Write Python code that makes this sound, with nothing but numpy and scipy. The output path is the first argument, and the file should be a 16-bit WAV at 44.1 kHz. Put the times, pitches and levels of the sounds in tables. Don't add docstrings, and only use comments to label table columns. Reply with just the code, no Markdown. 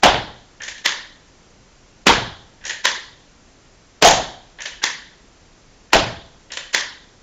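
import sys
import numpy as np
from scipy import signal
from scipy.fft import rfft, irfft
from scipy.io import wavfile
from scipy.ndimage import uniform_filter1d

SR = 44100
rng = np.random.default_rng(int(sys.argv[2]) if len(sys.argv) > 2 else 0)


def put_to_file(sound):
    columns = np.atleast_2d(sound).T
    safe = np.clip(columns, -1, 1)
    whole_steps = np.round(safe * 32767)
    wavfile.write(sys.argv[1], SR, whole_steps.astype(np.int16))


def how_loud(loudness_db):
    steps = np.asarray(loudness_db, float) / 20
    return 10 ** steps


N = 318402

# start in [s], peak level in [dB], body lift in [dB], treble lift in [dB].
POPS = [
    (0.032, 4.5, -4, -5.5),
    (2.066, 4, -17.5, -3.5),
    (4.022, 3.5, 0.5, 0.5),
    (5.93, 3, -7, -2.5),
]
# start in [s], peak level in [dB], body lift in [dB], treble lift in [dB].
SNAPS = [
    (0.858, -3.5, 0, 9),
    (2.852, -2.5, -1.5, 10),
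    (4.838, -5, 2, 12),
    (6.745, -3.5, 0.5, 11),
]
# start in [s], peak level in [dB], body lift in [dB], treble lift in [dB].
TICKS = [
    (0.619, -18, 2, -4),
    (0.6337, -16, 2, 9),
    (2.6522, -14.5, 1, 3),
    (2.6651, -16, -11, 9),
    (2.678, -18, -2, 10),
    (4.6045, -17, 5, -18),
    (4.619, -17.5, -2, 9),
    (6.5192, -15.5, -5, 3.5),
    (6.5345, -20, -9, 3),
]
# frequency in [Hz], level in [dB].
POP = [(88, -41.5), (150, -10), (380, -2), (805, 3), (1180, -6.5), (1460, -4), (2200, -6.5), (2510, -4),
       (3490, -7.5), (5020, -10.5), (6420, -11.5), (7700, -18), (10000, -55), (16900, -120)]
# frequency in [Hz], level in [dB].
SLIDE = [(180, -58.5), (300, -19), (445, -20), (523, -12.5), (735, -17.5), (951, -12.5), (1250, -18.5),
         (1780, 0), (2150, -7.5), (3230, -7), (4720, -14.5), (6720, -12), (7700, -20.5), (10000, -23),
         (16900, -120)]
BOX_BODY, SLIDE_BODY = (676, 170), (1940, 640)
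POP_LEAD_S, SNAP_LEAD_S = 0.0135, 0.022


def evened(x):
    return x / np.sqrt(np.mean(x ** 2) + 1e-20)


def read(points, hz):
    f, value = np.transpose(points)
    return np.interp(np.log(hz + 1), np.log(f + 1), value)


def add(mix, s, sound):
    part = mix[round(s * SR):][:len(sound)]
    part += sound[:len(part)]


def ring(spectrum, body, body_db, treble_db):
    hz = np.fft.rfftfreq(4096, 1 / SR)
    treble = (6720, 3700)  # (Hz, width Hz)
    gain_db = read(spectrum, hz)
    for (centre, width), db in [(body, body_db), (treble, treble_db)]:
        gain_db = gain_db + db / (1 + (2 * (hz - centre) / width) ** 2)
    log_gain = np.log(how_loud(np.maximum(gain_db, -70)))
    circle = np.r_[log_gain, log_gain[-2:0:-1]]
    response = np.fft.ifft(np.exp(np.conj(signal.hilbert(circle)))).real[:2048]
    return response / np.linalg.norm(response)


def tail(onset_s):
    # frequency in [Hz], t60 in [s].
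    decay = [(60, 0.71), (300, 0.52), (500, 0.46), (720, 0.5), (1300, 0.49), (1850, 0.53), (2600, 0.4),
             (3400, 0.6), (4500, 0.53), (5800, 0.41), (7700, 0.39)]
    lumps_db = 2.4
    taps = np.zeros(32000)
    at = np.arange(0, 31990, 10) + rng.integers(0, 10, 3199)
    taps[at] = rng.choice([-1., 1.], len(at))
    hz, t, z = signal.stft(taps, SR, nperseg=256)
    lumps = uniform_filter1d(rng.standard_normal(z.shape), size=4, axis=0)
    lumps = evened(uniform_filter1d(lumps, size=4, axis=1))
    level_db = lumps_db * lumps - 60 * t / read(decay, hz)[:, None]
    field = signal.istft(z * how_loud(level_db), SR, nperseg=256)[1]
    field = field * np.clip(np.arange(len(field)) / SR / onset_s, 0, 1)
    return field / np.linalg.norm(field)


def hits(rows, spectrum, body, t60, lead_s, growth, gain_db, wet_db, onset_s, swell_db, rise_s):
    # delay in [s], level in [dB].
    walls = [
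        (0.015, -11.5),
        (0.024, -16),
        (.034, -14.5),
        (0.048, -23),
        (0.063, -17),
    ]
    out, t = np.zeros(N), np.arange(8000) / SR
    for s, db, body_db, treble_db in rows:
        blow = how_loud(-60 * t / (t60 * np.exp(growth * db))) * np.clip(t / rise_s, 0, 1)
        shape = how_loud(swell_db) * (t / lead_s) ** 2.74 * (t < lead_s)
        for delay, echo_db in [(0.0012, 0.021), *walls]:
            add(shape, lead_s + delay, how_loud(echo_db) * blow[:3000])
        room = how_loud(wet_db) * np.linalg.norm(blow) * tail(onset_s)
        drive = np.r_[np.zeros(round(lead_s * SR)), room]
        add(drive, 0, shape * rng.standard_normal(len(t)))
        struck = signal.fftconvolve(drive, ring(spectrum, body, body_db, treble_db))
        add(out, s - lead_s, how_loud(db + gain_db) * struck)
    return out


def hiss():
    # frequency in [Hz], level in [dB].
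    colour = [(12, -29.5), (20, 2.5), (81, -7.5), (193, -9.5), (267, -10.5), (523, -14.5), (1190, -19.5),
              (1690, -20.5), (1860, -21), (3830, -24.5), (6310, -22.5), (7700, -27), (10000, -69.5),
              (16900, -120)]
    hz = np.fft.rfftfreq(N, 1 / SR)
    noise = irfft(rfft(rng.standard_normal(N)) * how_loud(read(colour, hz)), N)
    return how_loud(-50.5) * evened(noise)


def pops():
    return hits(POPS, POP, BOX_BODY, t60=0.043, lead_s=POP_LEAD_S, growth=0.001,
                gain_db=-1.7, wet_db=-2.65, onset_s=0.0087, swell_db=-22, rise_s=0.00085)


def thuds():
    # start in [s], peak level in [dB], body lift in [dB], treble lift in [dB].
    blows = [
        (0.056, -1.5, -3, -1.5),
        (2.092, -2.5, -19, -5.5),
        (4.046, 3.5, 6.5, 19.5),
        (5.955, -17, -4, 2.5),
    ]
    # frequency in [Hz], level in [dB].
    colour = [(24, -50), (40, -8.5), (243, -21.5), (284, -9), (781, 8), (1270, -5), (1650, -3.5),
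              (2560, -15), (3120, -2.5), (5070, -22), (6600, -18.5), (7700, -41), (10000, -60),
              (16900, -120)]
    return hits(blows, colour, BOX_BODY, t60=0.064, lead_s=0.0026, growth=0.07,
                gain_db=-3.8, wet_db=-1.1, onset_s=0.006, swell_db=-4.5, rise_s=0.00056)


def booms():
    # start in [s], peak level in [dB], pitch in [Hz], share sent to the room in [dB].
    hollow = [
        (0.057, 7.5, 703, -11.5),
        (2.094, 4, 913, -19.5),
        (4.046, -0.5, 684, -1),
        (5.955, 6.5, 665, -7),
        (4.074, -1, 725, -3),
        (4.099, -3.5, 754, -3),
        (4.198, -10, 746, -7),
    ]
    out, t = np.zeros(N), np.arange(6000) / SR
    t60 = 0.056
    for s, db, hz, wet_db in hollow:
        modes = sum(size * np.sin(2 * np.pi * ratio * hz * t)
                    for ratio, size in [(.87, 0.328), (1, 1), (1.21, 0.35)])
        boom = how_loud(db - 8.5 - 60 * t / t60) * modes
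        add(out, s, signal.fftconvolve(boom, np.r_[1, how_loud(wet_db) * tail(.018)]))
    return out


def rocks():
    # start in [s], peak level in [dB], pitch in [Hz].
    thumps = [(0.081, -16, 37.7), (0.142, -13.5, 80), (0.199, -32, 95), (2.11, -15, 45.8),
              (2.179, -12.5, 82), (2.237, -28, 37.7), (4.029, -12.5, 110), (4.069, -14.5, 37.7),
              (4.129, -17, 95), (4.2, -45, 74), (5.958, -13, 40.4), (6.028, -12, 73.4), (6.12, -36, 38)]
    out, t = np.zeros(N), np.arange(8000) / SR
    t60, sag_s = 0.042, 0.00803
    bent_t = t + sag_s * (1 - np.exp(-t / sag_s))
    for s, db, hz in thumps:
        envelope = how_loud(db - 60 * t / t60) * np.clip(t / 0.0033, 0, 1)
        add(out, s, envelope * np.sin(2 * np.pi * hz * bent_t))
    return out + how_loud(-2.5) * signal.fftconvolve(out, tail(.008))[:N]


def rattles():
    # start in [s], peak level in [dB], body lift in [dB], treble lift in [dB].
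    knocks = [(0.083, -1.5, -12.5, -9.5), (0.142, -1, -1, -22), (2.117, -9, 3, 16.5),
              (2.135, 0.5, -2.5, -6), (2.178, -10, 24, -17), (4.071, 10.5, -20, 4), (4.084, 3.5, -12, 13.5),
              (4.108, 2, -12, 16), (4.134, -8.5, 5, 15), (4.173, -5, 17, 7), (5.984, -21, -1, -7),
              (6.039, -8, -7, -22), (6.063, -28, -3, 3.5)]
    return hits(knocks, POP, BOX_BODY, t60=0.02, lead_s=0.002, growth=0.001,
                gain_db=-8.0, wet_db=-4.5, onset_s=0.019, swell_db=-15.5, rise_s=0.00094)


def catches():
    # start in [s], peak level in [dB], body lift in [dB], treble lift in [dB].
    clicks = [
        (0.602, -19, 9, -45),
        (2.61, -36, 6, -25),
        (2.6391, -17.5, 14, -7),
        (4.5844, -22, 7, -31),
        (4.592, -26, -6, -48),
        (4.8168, -17, 7, -36),
        (5.902, -39, 6, -26),
        (6.5024, -25, -7, -42),
    ]
    return hits(clicks, SLIDE, (1636, 300), t60=0.032, lead_s=0.00148, growth=-0.034,
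                gain_db=-9, wet_db=-5, onset_s=0.021, swell_db=-6, rise_s=0.0017)


def ticks():
    return hits(TICKS, SLIDE, SLIDE_BODY, t60=0.041, lead_s=0.00096, growth=0.001,
                gain_db=-9, wet_db=-1.0, onset_s=0.013, swell_db=1, rise_s=0.0006)


def pings():
    out, t = np.zeros(N), np.arange(3000) / SR
    hz, lift_db, t60 = 6100, -9, 0.03
    for s, db, *_ in TICKS:
        chatter = evened(uniform_filter1d(rng.standard_normal(len(t)), size=36))
        envelope = how_loud(db + lift_db - 60 * t / t60) * np.clip(2000 * t, 0, 1)
        add(out, s, envelope * chatter * np.sin(2 * np.pi * hz * t))
    return out


def drags():
    # start in [s], latch in [s], end in [s], force in [dB].
    strokes = [
        (0.621, 0.673, .84, -11),
        (2.649, 2.708, 2.84, 3),
        (4.604, 4.664, 4.82, -15),
        (6.515, 6.573, 6.73, 6),
    ]
    pull_db, strain_db, latch_db, settle_db, rest_db, let_go_db = -23, -34, 2, -35, -33, -35
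    surge_s, settle_s, let_go_s = 0.009, 0.012, 0.008
    out = np.zeros(N)
    for start, latch, end, force_db in strokes:
        t = np.arange(start, end, 1 / SR)
        size_draw, sign_draw, when_draw = rng.random((10000, 3))[:len(t)].T
        sizes = how_loud(1.8 * np.minimum(-np.log(size_draw + 1e-9), 2))
        slips = (sign_draw - .5) * sizes * (when_draw < 2500 / SR)
        db = np.interp(t, [start, latch - surge_s, latch, latch + settle_s, end - let_go_s, end],
                       [pull_db, strain_db, latch_db, settle_db, rest_db, let_go_db])
        scrape = evened(slips) * how_loud(db + force_db - 27.5) * signal.windows.tukey(len(t), .1)
        heard = signal.fftconvolve(scrape, np.r_[1, how_loud(-3) * tail(.012)])
        add(out, start, signal.fftconvolve(heard, ring(SLIDE, SLIDE_BODY, -3, 0.1)))
    return out


def latches():
    # start in [s], peak level in [dB], body lift in [dB], treble lift in [dB].
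    clicks = [(0.6782, -22, 6, 10), (0.6819, -13, -0.5, 4), (0.7801, -23.5, -4, -1),
              (2.6965, -8.5, 7.5, 4.5), (2.7107, -24.5, 0, 1), (4.6569, -11.5, -2.5, -0.5),
              (4.67, -31, 10, 4), (4.693, -38, 7, -2), (4.7453, -33, -10, -16), (6.575, -17.5, 0, -3.5),
              (6.6505, -30, 2, -9), (0.843, -26, -7, -2), (6.731, -16.5, -10, 11)]
    return hits(clicks, SLIDE, SLIDE_BODY, t60=0.048, lead_s=0.0035, growth=0.0059,
                gain_db=-9, wet_db=-1.0, onset_s=0.013, swell_db=1, rise_s=0.0006)


def snaps():
    # frequency in [Hz], level in [dB].
    colour = [(88, -80), (150, -20.5), (403, -7), (483, -7), (551, -2.5), (730, -9), (982, 3), (1300, -4.5),
              (1810, 7.5), (2430, -1), (3550, -1), (6420, -11), (7700, -18.5), (10000, -71), (16900, -120)]
    return hits(SNAPS, colour, SLIDE_BODY, t60=0.026, lead_s=SNAP_LEAD_S, growth=0.001,
                gain_db=0.73, wet_db=-4.0, onset_s=0.027, swell_db=-13.5, rise_s=0.00057)


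def spring():
    # frequency in [Hz], level in [dB], t60 in [s].
    modes = [
        (1760, -22, 0.11),
        (1930, -36, 0.65),
        (3140, -30, 0.26),
        (3410, -22.5, 0.22),
    ]
    out, t = np.zeros(N), np.arange(20000) / SR
    for s, *_ in SNAPS:
        for hz, db, t60 in modes:
            detune = rng.uniform(1.0, 1.015)
            add(out, s, how_loud(db - 60 * t / t60) * np.sin(2 * np.pi * hz * detune * t))
    return out


def scene():
    shot = pops() + thuds() + booms() + rocks() + rattles()
    cocking = catches() + ticks() + pings() + drags() + latches()
    slam = snaps() + spring()
    return (hiss() + shot + cocking + slam)[None]


def brief_dips():
    t = np.arange(N) / SR
    starts = [row[0] - POP_LEAD_S for row in POPS] + [row[0] - SNAP_LEAD_S for row in SNAPS]
    return how_loud(sum(-5 * np.exp(-((t - s + .003) / .005) ** 2) for s in starts))


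def roll_off(x):
    return signal.sosfilt(signal.butter(12, 16660, fs=SR, output="sos"), x)


def record(dry):
    camera_sr = 16000
    band = signal.firwin(601, 7620, window=("kaiser", 9), fs=SR)
    sampled = signal.oaconvolve(np.clip(dry[0], -.8, .8) * brief_dips(), band, "same")
    mirrored = 2 * sampled * np.cos(2 * np.pi * camera_sr * np.arange(N) / SR)
    leak = signal.firwin(121, [7000, 8500], pass_zero=False, window=("kaiser", 8), fs=SR)
    image = signal.oaconvolve(mirrored, leak, "same")
    clipped = np.clip(sampled + how_loud(-11.5) * image, -.73, .73)
    top = signal.firwin(301, 15900, window=("kaiser", 9), fs=SR)
    return roll_off(signal.oaconvolve(clipped, top, "same")[None])


dry = scene()
out = record(dry)
put_to_file(out)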